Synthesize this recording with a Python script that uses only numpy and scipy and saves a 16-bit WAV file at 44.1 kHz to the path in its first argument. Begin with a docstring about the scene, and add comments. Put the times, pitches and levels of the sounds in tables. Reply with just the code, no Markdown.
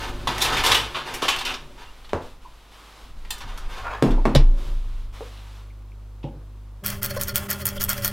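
"""At a table, a steel computer case is worked on. Wires drag through it in tiny random slips, and plugs clatter
as bursts of contacts that ring the sheet. Blows ring the case's low panels, rubber squeaks in gliding tones, and
the case skids and rocks in a slow sway. Then a screwdriver turns with gritty rasps, sharp ticks and a grinding
shaft. Mains hum is made of sine tones; hiss, swishes and a low murmur are shaped noise."""
import sys
import numpy as np
from scipy import signal
from scipy.fft import rfft, irfft, next_fast_len
from scipy.io import wavfile
from scipy.ndimage import uniform_filter1d, map_coordinates

SR = 44100
rng = np.random.default_rng(int(sys.argv[2]) if len(sys.argv) > 2 else 0)


def wav_record(signal):
    """Record a signal, one row per channel, as 16-bit PCM in the file named by sys.argv[1]."""
    frames = np.transpose(np.atleast_2d(signal))
    bounded = np.clip(frames, -1, 1)
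    # unit amplitude maps onto the largest positive 16-bit level
    quanta = np.round(bounded * 32767).astype(np.int16)
    wavfile.write(sys.argv[1], SR, quanta)


N = 358091

# screwdriver turns: start_s, length_s (how fast the rasp fades), level_db (relative)
TURNS = [(6.855, 0.078, -30), (7.034, 0.029, -28), (7.21, 0.024, -31), (7.3584, 0.032, -27.5),
         (7.504, 0.031, -26.5), (7.665, 0.03, -30), (7.812, 0.015, -24.5), (7.898, 0.025, -23.5),
         (8.055, 0.034, -29)]


def amp(db):
    """Turn decibels into gain."""
    return 10 ** (np.asarray(db) / 20)


def unit(x):
    """Scale to an rms of 1."""
    return x / np.sqrt(np.mean(x ** 2) + 1e-20)


def along(points, hz):
    """Read a curve of (Hz, value) points on a log frequency axis."""
    point_hz, values = np.transpose(points)
    return np.interp(np.log(hz + 1), np.log(point_hz + 1), values)


def wobble(rate):
    """A smooth random curve with this many random points a second."""
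    points = rng.standard_normal(int(N * rate / SR) + 4)
    return map_coordinates(points, [np.arange(N) * rate / SR])


def filtered(x, response):
    """Multiply the spectrum of x by a complex response of frequency."""
    size = 2 * next_fast_len(x.shape[-1] // 2 + 4096)
    spectrum = rfft(x, size) * response(np.fft.rfftfreq(size, 1 / SR))
    return irfft(spectrum, size)[..., :x.shape[-1]]


def coloured(x, spectrum):
    """Filter with a (Hz, dB) shape of unit power, with no sound before its cause."""
    def response(hz):
        shape = unit(amp(along(spectrum, hz)))
        # folding the cepstrum forward makes the filter causal
        cepstrum = irfft(np.log(shape + 1e-6))
        half = len(cepstrum) // 2
        cepstrum[1:half] *= 2
        cepstrum[half + 1:] = 0
        return np.exp(rfft(cepstrum))
    return filtered(x, response)


def resonate(x, peaks):
    """Pass x through resonances of (pitch Hz, width Hz, dB), with alternating signs."""
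    def response(hz):
        total = 0
        for k, (centre, width, db) in enumerate(peaks):
            drag = 1j * hz * width
            total = total + (-1) ** k * amp(db) * drag / (centre * centre - hz * hz + drag)
        return total
    return filtered(x, response)


def ring(t60, direct):
    """A contact, then a dense ring; the two together have unit energy, and the high treble dies first."""
    # how long each pitch rings: pitch_hz, relative ring time (a ratio)
    damping = [(150, 0.83), (700, 0.87), (2500, 0.9), (12000, 0.6)]
    hz, t, noise = signal.stft(rng.standard_normal(SR * 3 // 4), SR, nperseg=256)
    ring_s = max(t60, .02) * along(damping, hz)[:, None]
    tail = signal.istft(noise * amp(-60 * t / ring_s), SR, nperseg=256)[1]
    tail /= np.linalg.norm(tail)
    tail[0] += direct
    return tail / np.hypot(1, direct)


def grains(size, rate, spread_db):
    """Tiny slips of random size and sign at random moments, rate a second."""
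    happens = rng.random(size) < rate / SR
    return happens * amp(spread_db * rng.standard_normal(size)) * rng.choice([-1, 1], size)


def note(db, hz, t60, split=0.037):
    """Seven close tones that beat together as they die; split is their relative spacing."""
    t = np.arange(SR // 2) / SR
    steps = np.arange(-3, 4) + rng.uniform(-.4, .4, size=7)
    phases = 2 * np.pi * (hz * (1 + split * steps[:, None]) * t + rng.random((7, 1)))
    cluster = unit(amp(-3 * np.abs(steps)) @ np.sin(phases))
    return amp(db - 60 * t / t60) * (1 - np.exp(-t / 0.0023)) * cluster


def strokes(rows, attack, release_db_per_s, sag_db_per_s=0):
    """Gain of (start s, length s, dB) movements: each rises, sags while it lasts, then dies away."""
    t, power = np.arange(N) / SR, np.zeros(N)
    for s, length, db in rows:
        age = np.maximum(t - s, 0)
        fall_db = sag_db_per_s * np.minimum(age, length) + release_db_per_s * np.maximum(age - length, 0)
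        power += (np.minimum(age / attack, 1) * amp(db - fall_db)) ** 2
    return np.sqrt(power)


def add(track, s, sound):
    """Mix a sound in at s seconds."""
    start = max(0, round(s * SR))
    track[start:start + len(sound)] += sound[:len(track) - start]


def steel(x, t60, direct, modes_db):
    """Contacts make the perforated sheet ring, both densely and at its own pitches."""
    # overall tone of wires on steel: pitch_hz, level_db (relative)
    wire_tone = [(59, -23.5), (100, 1.5), (181, -13), (358, -0.5), (580, -1.5), (950, 3), (1870, -4.5),
                 (2800, -4.5), (3750, -6), (4100, -8.5), (7140, -19), (10900, -24.5), (14700, -30.5),
                 (16000, -40.5)]
    # resonances of the perforated sheet: pitch_hz, width_hz, level_db (relative)
    sheet = [(1010, 300, 4.5), (1326, 42, 12.5), (1600, 19, 1.5), (2240, 37, 3), (2705, 46, 5),
             (3260, 31, 4), (3414, 72, 10), (3700, 100, 8.5), (3760, 15, 14), (4717, 28, -8.5),
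             (5320, 65, 4.5), (5750, 37, 3.5)]
    x = signal.fftconvolve(x, ring(t60, direct))[:len(x)]
    return coloured(x, wire_tone) + amp(modes_db) * resonate(x, sheet)


def scrapes():
    """Wires and gloves stick and slip on the sheet; the tipping case skids with a judder."""
    # pulls of the wire bundle through the case: start_s, length_s, level_db
    pulls = [(-.02, 0.017, -21.5), (.12, 0.16, -46), (.27, 0.14, -31.5), (.42, 0.17, -24.5),
             (.64, 0.046, -20), (.68, .12, -26.5), (.79, .08, -33.5), (.95, 0.032, -33.5),
             (1.05, 0.21, -36.5), (1.22, 0.17, -38), (1.46, 0.051, -33), (1.77, 0.067, -45.5)]
    # gloves shifting their grip on the steel: start_s, length_s, level_db
    grips = [(3.3, 0.36, -45.5), (3.68, 0.14, -37.5)]
    # the case skids as it tips: start_s, length_s, level_db
    skids = [(3.4, 0.52, -51), (3.83, 0.12, -32.5)]
    # tone of the skid: pitch_hz, level_db (relative)
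    skid_tone = [(150, -15), (400, -2), (700, 3), (1100, 6), (1500, -1), (1900, -8.5), (2600, -10),
                 (4000, -17), (8000, -29), (15000, -39)]
    # the skidding foot's resonance: pitch_hz, width_hz, level_db (relative)
    foot = (1900, 380, 3.3)
    foot_from_s, foot_rise_s = 3.83, 0.041  # it comes in as the foot takes the weight

    slips = unit(grains(N, rate=2500, spread_db=3) * amp(2.5 * wobble(45)))
    rubbing = unit(steel(slips, t60=0.3, direct=0.22, modes_db=-10.5))
    skid_slips = signal.fftconvolve(grains(N, rate=3000, spread_db=3), ring(.2, direct=.6))[:N]
    skid = unit(coloured(skid_slips, skid_tone))
    weight = np.clip((np.arange(N) / SR - foot_from_s) / foot_rise_s, 0, 1)
    juddering = unit((skid + resonate(skid, [foot])) * amp(1.9 * wobble(160)))
    skid = (1 - weight) * skid + weight * juddering
    sliding = strokes(pulls, attack=0.014, release_db_per_s=158.5)
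    sliding = sliding + strokes(grips, attack=0.037, release_db_per_s=350)
    return rubbing * sliding + skid * strokes(skids, attack=0.015, release_db_per_s=110)


def clacks(rise=0.0039, sharpness=6):
    """Each plug hits the sheet once, chatters on in a short burst of contacts and rings at its own pitch."""
    # plugs and loose edges hitting the sheet (levels relative, ring_s before damping):
    # start_s, level_db, treble_db, pitch_hz, rattle_s (at least 2 ms is used), ring_s
    hits = [(0.272, 8, 4.5, 3630, 0.0043, 0.28), (0.348, -9, 13.5, 3500, .002, .1),
            (0.38, 7.5, 8, 890, 0.0043, 0.29), (0.401, 9, 11, 3500, 0.029, .2),
            (0.415, 21.5, 16.5, 3990, 0.012, .3), (.446, 12, 10, 2764, .014, .28),
            (0.566, 10, 3, 2410, 0.021, 0.46), (0.635, 18, 8.5, 1010, 0.024, 0.34),
            (0.661, 19.5, 13, 3300, 0.0097, 0.5), (0.714, 18, 6, 3810, 0.0094, 0.24),
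            (0.743, 18.5, 7.5, 3050, 0.009, 0.39), (0.944, 0.5, -9, 1280, 0.031, 0.51),
            (1.137, 10, 16.5, 2400, 0.014, 0.31), (1.218, 10, 2.5, 1080, 0.03, 0.71),
            (1.281, 15.5, 3.5, 2850, 0.014, 0.36), (1.361, 5, 12, 2750, .003, 0.28),
            (1.384, 4, 6.5, 2680, 0.008, 0.22), (1.407, 2.5, 4, 2650, 0.0089, 0.25),
            (1.449, 6, 10, 2830, 0.0053, .15), (1.457, 6, 1.5, 2770, 0.035, 0.22),
            (1.539, -3.5, -1, 5230, 0.005, 0.283), (2.043, -21, 0, 4210, 0.0054, .2),
            (2.09, -15.5, -1, 955, 0.0074, .3), (3.248, -21, -5, 2000, 0.0046, 0.44),
            (3.305, 14.5, 20, 3220, 0.0029, 0.288), (3.38, -1, 25, 3280, 0.004, 0.18),
            (3.404, -6.5, 2, 1110, 0.015, 0.23), (3.575, -1.5, 13.5, 1410, 0.0052, 0.19),
            (3.696, -11, 6, 780, 0.028, .3), (4.024, 3.5, 7.5, 1460, 0.0017, 0.29),
            (4.053, -8, 13, 900, .015, 0.23), (4.105, -7.5, 4, 1276, 0.0073, 0.18),
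            (4.253, -3, 0, 1970, 0.0018, .3), (4.349, 10, 9, 3700, 0.0039, 0.079),
            (4.358, 2.5, -5, 5290, 0.0019, 0.2), (5.372, -25.5, -7, 3760, 0.0025, 0.32),
            (6.229, -24.5, -8, 2970, 0.013, 0.25)]
    # a plug's own ring: pitch ratio, level_db (relative), ring_s (time to fall 60 dB)
    plug_modes = [(1, -9.5, 0.067), (1.309, -8, 0.04), (1.83, -14, 0.027)]
    # resonance against the hit; plug ring and first hard contact against the chatter
    resonance_db, plug_db, contact_db = 2, -31, -14.5

    out, t = np.zeros(N), np.arange(SR // 2) / SR
    for s, db, treble_db, hz, length, ring_s in hits:
        slips = grains(len(t), rate=4000, spread_db=2.5)
        chatter = slips * np.exp(-t / max(length, .002)) * (1 - np.exp(-t / rise))
        chatter /= np.linalg.norm(chatter)
        add(chatter, rise, [amp(contact_db)])
        chatter /= np.linalg.norm(chatter)
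        hit = steel(chatter, t60=ring_s, direct=0.97, modes_db=-11.5)
        hit = hit + amp(resonance_db) * resonate(hit, [(hz, hz / sharpness, 0)])
        for ratio, level, t60 in plug_modes:
            add(hit, rise, note(plug_db + level, hz * ratio, t60, split=0.015))
        tone = [(300, -11.0), (3000, 2.0), (11000, treble_db)]
        add(out, s, amp(db) * coloured(hit, tone))
    return out


def squeaks(waver=0.04, flutter_db=4):
    """Rubber sticks and slips: a rough, wavering note, in places gliding, that swells and fades."""
    # rubber gloves and feet on steel and table: start_s, length_s, level_db, pitch_hz, glide (octaves)
    rubs = [(1.78, .11, -62, 4500, 0), (1.85, .06, -57, 2820, 0), (3.69, 0.064, -50, 880, 0.063),
            (3.748, .1, -44, 1060, .08), (3.835, 0.09, -37, 1400, 0.35), (3.89, 0.12, -41, 1650, .2),
            (3.88, .13, -41, 760, .2), (3.86, .12, -49, 2500, .15)]
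    out = np.zeros(N)
    for s, length, db, hz, glide in rubs:
        u = np.linspace(0, 1, int(length * SR))
        pitch = hz * 2 ** (glide * (u - .5)) * (1 + waver * wobble(302)[:len(u)])
        flutter = amp(flutter_db * np.tanh(wobble(140)[:len(u)]))
        tone = unit(np.sin(2 * np.pi * np.cumsum(pitch) / SR) * flutter)
        add(out, s, amp(db) * np.sin(np.pi * u) * tone)
    return signal.fftconvolve(out, ring(0.1, direct=1.4))[:N]


def singing():
    """Noise drives the low panel notes, which sing under the wires and as the case rocks."""
    # when the panels sing: start_s, length_s, level_db
    spans = [(-0.025, 1.74, -39), (4.48, 0.2, -43)]
    # the notes kept alive: pitch_hz, width_hz, level_db (relative)
    panel_notes = [(139.1, 5.5, 3), (254.5, 15, 0.5), (360, 16, 0), (568, 23, -4.5)]
    sound = unit(resonate(rng.standard_normal(N), panel_notes))
    return sound * strokes(spans, attack=.03, release_db_per_s=118, sag_db_per_s=6.0)


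def knocks(push=0.78, wash=0.97):
    """A blow pushes the panel once, then its low modes and a thin wash of higher ones ring on."""
    # blows on case and table (levels relative, ring_s before damping):
    # start_s, level_db, bass_db, middle_db, treble_db, ring_s
    blows = [(.272, 3, 4.5, 21, -53, 0.38), (1.227, 3.5, -3.5, -6, -32, 0.32),
             (1.256, -4, -3, -8, -27, 0.35), (2.133, 8.5, -1, -7.5, -25.5, 0.41),
             (4.025, 16.5, 10, -10.5, -25, 0.65), (4.2546, 7.5, 7.5, 1, -24.5, 0.27),
             (4.259, 11.5, 10.5, -7, -27, 0.65), (4.351, 6.5, 8, -9, -9.5, 0.25),
             (4.362, 5, 9.5, -11.5, -22, 0.29), (5.208, -9.5, -2.5, -7, -29.5, .21),
             (6.242, -7.5, 11, -14, -29, 1)]
    # the case's panels: pitch_hz, level_db (relative), ring_s (the blow's ring_s is used if shorter)
    body = [(134.3, 1, 0.38), (167.8, -5.5, 0.41), (216.4, -0.5, 0.36), (255.8, 0.5, 0.55),
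            (315.5, -8.5, 0.88), (332, 4.5, 0.18), (377, -4.5, 0.25), (451, -2.5, 0.21), (570, -7, 0.133),
            (643, -25.5, 0.33), (855, -14.5, 0.047), (930, -17, 0.41), (1060, -16.5, 0.31)]
    # tone of the dense ring against the push: pitch_hz, level_db (relative)
    wash_tone = [(100, -19.5), (240, -2), (450, -1.5), (1000, 1), (1800, -1.5), (5000, 2.5)]
    panels_db = -43.5  # the low modes also grow with a blow's level and bass

    out = np.zeros(N)
    for s, db, bass_db, middle_db, treble_db, t60 in blows:
        tone = [(30, -22.0), (85, bass_db - 31.5), (250, bass_db), (480, 2.5), (1100, middle_db),
                (3000, treble_db), (7000, treble_db - 13.0), (15000, treble_db - 29.5)]
        force = wash * coloured(ring(t60, direct=0), wash_tone)
        force[0] += push
        t = np.arange(len(force)) / SR
        panels = np.zeros(len(t))
        for hz, level, life in body:
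            fading = amp(level + rng.normal(0, 2.1) - 60 * t / min(life, t60))
            panels += fading * np.sin(2 * np.pi * hz * t + rng.uniform(0, 2 * np.pi))
        panels *= amp(bass_db + panels_db) * (1 - np.exp(-t / 0.0012))
        add(out, s, amp(db) * (coloured(force, tone) + panels))
    return out


def taps():
    """Single notes of the panels and table woken by contacts; one contact may wake several."""
    # the notes: start_s, level_db, pitch_hz, ring_s (time to fall 60 dB)
    woken_notes = [(0.273, -23, 111, 0.19), (.972, -32, 1100, 0.206), (2.137, -28.5, 84.7, 0.313),
                   (2.448, -35, 990, 0.11), (4.352, -11.5, 70.5, 0.17), (4.358, -10.5, 137.7, 0.17),
                   (4.354, -11, 562, 0.055), (4.178, -29, 930, 0.093), (5.21, -33.5, 478, 0.21),
                   (5.7, -51.5, 2230, 0.068), (5.82, -59, 2400, 0.034), (5.918, -48, 2360, 0.032),
                   (6.241, -38.5, 827, 0.27), (6.241, -39.5, 542, 0.39), (6.241, -33.5, 142, 0.57),
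                   (7.165, -23, 560, 0.081), (7.165, -31.5, 1050, .09), (7.165, -31, 1500, 0.072),
                   (7.777, -31, 3230, 0.051)]
    out = np.zeros(N)
    for s, db, hz, t60 in woken_notes:
        add(out, s, note(db, hz, t60))
    return out


def rocking():
    """The landed case sways on its rubber feet; handling rumbles through the table."""
    # jolts that set the case rocking on its feet: start_s, length_s, level_db
    jolts = [(4.06, 0.2, -11.5), (4.33, 0.19, -6), (4.64, 0.44, -17.5)]
    # hands leaning on the case and table: start_s, length_s, level_db
    leans = [(-.1, 0.68, -35.5), (1.1, 0.49, -39.5), (1.6, 0.77, -43.5), (3.02, 0.68, -36),
             (3.42, 0.055, -28.5), (3.8, 0.22, -55), (4.33, 0.44, -33.5), (6.85, 0.43, -40),
             (7.7, 0.17, -34.5)]
    # the sway is near 28.6 Hz and drifts a little
    phase = 2 * np.pi * np.cumsum(28.6 * (1 + .015 * wobble(5))) / SR
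    rumble_tone = [(12, 12.0), (30, 12.5), (50, -15.5), (82, -8.5), (140, -15.5), (250, -18.0), (1000, -69.0)]
    rumble = unit(coloured(rng.standard_normal(N), rumble_tone))
    sway = strokes(jolts, attack=0.081, release_db_per_s=169, sag_db_per_s=32.5)
    leaning = strokes(leans, attack=0.039, release_db_per_s=40.5, sag_db_per_s=-2)
    return unit(np.sin(phase)) * sway + rumble * leaning


def screwdriver(lead=0.014, slack_db=-5, rasp_db=-1.0):
    """Each turn takes up its slack with a rasp and catches in sharp ticks; lighter strokes rasp in between."""
    # the screwdriver's catches, a few to each turn: start_s, level_db (relative)
    catches = [(6.8627, -6), (6.8706, -13), (6.8816, -10), (6.8887, -18), (6.903, -16), (7.0312, -6.5),
               (7.04, -18), (7.0465, -12), (7.054, -8.5), (7.0614, -11), (7.2128, -7.5), (7.218, -13.5),
               (7.2275, -14), (7.2348, -11), (7.283, -12), (7.358, -5), (7.365, -8), (7.3724, -14),
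               (7.38, -9.5), (7.5033, -9), (7.507, -10.5), (7.5122, -10), (7.5304, -12), (7.619, -23),
               (7.655, -9), (7.6587, -8), (7.6676, -6.5), (7.679, -15), (7.689, -13), (7.81, -14),
               (7.818, -8.5), (7.822, -14), (7.83, -9), (7.8398, -6), (7.8483, -14), (7.893, -6),
               (7.9003, -8.5), (7.916, -14), (7.9314, -11), (8.0472, -7), (8.051, -7), (8.0578, -8),
               (8.069, -18), (8.0788, -12)]
    # lighter strokes between the turns: start_s, level_db (relative), length_s (how fast the rasp fades)
    returns = [(7.107, -30, 0.009), (7.172, -29.5, 0.0065), (7.285, -27, 0.018), (7.609, -33, 0.019),
               (7.767, -36, .008), (7.979, -29.5, 0.0091), (8.031, -30, 0.017)]
    # each lighter stroke rings the rear panel: level_db, pitch_hz, ring_s
    return_note = (-40, 571, 0.49)
    # tone of the rasp: pitch_hz, level_db (relative)
    rasp_tone = [(290, -28.5), (500, -22.5), (570, -3.5), (761, -31.5), (1250, -8), (1550, -13.5),
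                 (1720, -5), (2610, -17.5), (3250, -12.5), (3750, -22.5), (4280, -9), (5400, -11.5),
                 (7310, -18.5), (13800, -12.5), (16000, -13)]
    # the screw and rear panel ring under the tip: pitch_hz, width_hz, level_db (relative)
    tool_modes = [(1025, 28, -8), (1220, 31, 6.5), (1403, 19, 7.5), (1676, 160, 2), (2086, 62, -1),
                  (2110, 42, 4), (3260, 100, 3), (4210, 56, -1), (4370, 32, -1), (5000, 63, 2),
                  (5530, 58, -3)]
    # tone of the grinding shaft: pitch_hz, level_db (relative)
    shaft_tone = [(150, -28), (250, -1), (298, -21), (407, -4), (484, -29), (566, -8), (748, -6.5),
                  (1240, -3.5), (2490, -13), (3230, -9.5), (3770, -19), (4260, -18), (16000, -17)]
    # the case murmurs under the screwdriver: pitch_hz, width_hz, level_db (relative)
    drone_modes = [(76, 21, 21), (120, 13.5, 24.5), (210, 22, 7.5), (392, 21, 7.5), (576, 17, 11)]
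    tick_db, tool_ring_db, shaft_db, drone_db = 4, 4.5, -39.5, -35.5
    # the tip seats anew at each stroke: centre, scatter and strength of its ring
    seat_hz, seat_octaves, seat_db = 2306, 0.58, -8

    ticks, rasp, panel = np.zeros(N), np.zeros(N), np.zeros(N)
    t = np.arange(SR // 4) / SR

    def rasping(length):
        """One stroke of fine metal grit."""
        taking_up = amp(slack_db) * np.clip(3 * t / lead, 0, 1)
        stroke = np.where(t < lead, taking_up, np.exp(-((t - lead) / length) ** 2))
        grit = grains(len(t), rate=4000, spread_db=3.5)
        hz = seat_hz * 2 ** rng.normal(0, seat_octaves)
        return stroke * unit(grit + amp(seat_db) * resonate(grit, [(hz, hz / 5, 0)]))

    for s, db in catches:
        add(ticks, s, amp(tick_db + db) * catch())
    for s, length, db in TURNS:
        add(rasp, s - lead, amp(db) * rasping(length))
    for s, db, length in returns:
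        add(rasp, s - lead, amp(db) * rasping(length))
        add(panel, s, note(*return_note, split=0.0128))
    contact = ticks + amp(rasp_db) * coloured(rasp, rasp_tone)
    contact = contact + amp(tool_ring_db) * resonate(contact, tool_modes)
    contact = signal.fftconvolve(contact, ring(.12, direct=2))[:N]  # a short room ring
    slips = grains(N, rate=2000, spread_db=3) * amp(2.5 * wobble(40))
    shaft = unit(coloured(signal.fftconvolve(slips, ring(0.13, direct=0.96))[:N], shaft_tone))
    drone = unit(coloured(resonate(rng.standard_normal(N), drone_modes), [(600, -11), (2000, -20.5)]))
    return contact + panel + amp(shaft_db) * shaft * turning() + amp(drone_db) * drone * working()


def catch():
    """One catch of the screwdriver, of peak 1: a bright snap and a very short, high ring."""
    # the catch's hard little edge rings: pitch_hz (varied a little), decay_s, size against the snap (a ratio)
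    edge_ring = (13200, 0.0004, 0.75)
    # tone of the bright snap: pitch_hz, level_db (relative)
    snap_tone = [(1000, -13.5), (2000, -8), (4000, -6.5), (7000, -2.5), (13500, 2), (16000, 2.5)]
    hz, decay, share = edge_ring
    t = np.arange(256) / SR
    snap = coloured(rng.choice([-1, 1], size=len(t)) * np.exp(-t / .0004), snap_tone)
    edge = np.sin(2 * np.pi * hz * (1 + .06 * rng.standard_normal()) * t) * np.exp(-t / decay)
    tick = snap / np.abs(snap).max() + share * edge
    return tick / np.abs(tick).max()


def turning(hold=0.098):
    """Gain of the shaft: it grinds from each turn on, dies down, and rests a moment before the next."""
    rest_before_s, rest_s, rest_db = 0.024, 0.0059, -10.5  # how early, how long, how deep
    t = np.arange(N) / SR
    resting = sum(np.exp(-((t - s + rest_before_s) / rest_s) ** 4) for s, length, db in TURNS)
    grinds = [(s - .02, hold, 0) for s, length, db in TURNS]
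    return strokes(grinds, attack=0.0046, release_db_per_s=78) * amp(rest_db * resting)


def working(attack=0.017):
    """Gain that opens when the screwdriver sets to work, and stays open."""
    start_s = 6.82
    return np.clip((np.arange(N) / SR - start_s) / attack, 0, 1)


def background(hiss_db=-60.0):
    """Sine tones make mains hum, and a hum two octaves higher that sounds once the screwdriver starts; noise
    makes murmur, hiss, swishes."""
    # mains hum, fundamental first: pitch_hz, level_db (relative)
    hum = [(50, -40), (100, -49.5), (200, -66.5), (250, -68.5), (350, -73)]
    # the mains hum steps from level to level: start_s, fundamental_db, overtones_db (added to the hum's levels)
    hum_steps = [(0, 2.5, 6.5), (.9, -11.5, -18), (3.02, -5.5, -20), (3.81, 1, 2), (6.81, -14.5, -19)]
    # the higher hum: pitch_hz, level_db (relative)
    high_hum = [(199.6, -41.5), (399.2, -50.5), (599, -57)]
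    # soft swishes as the arms move: start_s, length_s, level_db
    swish_moves = [(-.1, 1.1, -46.5), (1.5, 0.66, -53), (2.2, 0.072, -49), (2.4, 0.697, -55.5),
                   (2.7, 0.34, -51), (3.15, 1.88, -55), (4.56, 0.13, -47.5), (5.12, 0.16, -47.5),
                   (5.3, .28, -52)]
    # tone of the swishes: pitch_hz, level_db (relative)
    swish_tone = [(60, -35), (180, -15), (400, -13), (700, -11.5), (1050, -7.5), (1800, -14.5),
                  (3700, -13.5), (4300, -17), (7000, -24.5), (12000, -29), (16000, -37)]
    # tone of the room hiss: pitch_hz, level_db (relative)
    hiss_tone = [(60, -27), (180, -11), (420, -7), (700, -9.5), (1100, -6), (1800, -17), (3700, -19),
                 (7000, -27), (12000, -30.5), (16000, -37)]
    # tone of the room's low murmur: pitch_hz, level_db (relative)
    murmur_tone = [(30, 6), (90, -2.5), (200, -10.5), (330, -8), (550, -12), (1200, -36)]
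    murmur_db, high_hum_db = -57, 0.5

    t = np.arange(N) / SR
    starts, *steps_db = np.transpose(hum_steps)
    step = np.searchsorted(starts[1:], t)
    # each step is smoothed over 1500 samples
    mains, buzz = (uniform_filter1d(amp(db)[step], size=1500) for db in steps_db)

    def tones(lines):
        """Steady sines at random phases."""
        return np.sqrt(2) * sum(amp(db) * np.sin(2 * np.pi * (hz * t + rng.random())) for hz, db in lines)

    swishing = strokes(swish_moves, attack=0.025, release_db_per_s=100)
    swishes = unit(coloured(rng.standard_normal(N), swish_tone)) * swishing
    hiss = amp(hiss_db) * unit(coloured(rng.standard_normal(N), hiss_tone))
    murmur = amp(murmur_db) * unit(coloured(rng.standard_normal(N), murmur_tone))
    low = mains * tones(hum[:1]) + buzz * amp(0.29 * wobble(4)) * tones(hum[1:])
    high = amp(high_hum_db) * working() * amp(1.4 * wobble(12)) * tones(high_hum)
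    return murmur + low + high + hiss + swishes


def spread(x, side):
    """A faint, smeared difference between left and right, made with a dense ring."""
    shaped = filtered(x, lambda hz: amp(along(side, hz)))
    return signal.fftconvolve(shaped, ring(0.1, direct=0))[:N]


def scene(side_hiss_db=-70):
    """Everything is central, with a faint stereo spread and hiss of opposite sign in the two ears."""
    # stereo spread of each group, side against centre: pitch_hz, level_db
    wire_spread = [(60, -17.5), (240, -26.5), (950, -43.5), (3770, -30.5), (15000, -18)]
    case_spread = [(60, -42.5), (240, -44.5), (950, -32.5), (3770, -22), (15000, -7)]
    tool_spread = [(60, -64), (240, -42), (950, -29), (3770, -87), (15000, -42)]
    air_spread = [(100, -62), (200, -32), (1000, -23.5), (4000, -19.5), (12000, -18.5)]
    wires = scrapes() + clacks() + squeaks() + singing()
    case = knocks() + taps() + rocking()
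    tool = screwdriver()
    air = background()
    mid = wires + case + tool + air
    side = spread(wires, wire_spread) + spread(case, case_spread)
    side = side + spread(tool, tool_spread) + spread(air, air_spread)
    side = side + amp(side_hiss_db) * rng.standard_normal(N)
    return np.array([mid + side, mid - side])


def record(dry):
    """Clip at full scale, then cut steeply above the top frequency."""
    top_hz = 16000
    return filtered(np.clip(dry, -1, 1), lambda hz: 1 / (1 + (hz / top_hz) ** 120))


dry = scene()
out = record(dry)
wav_record(out)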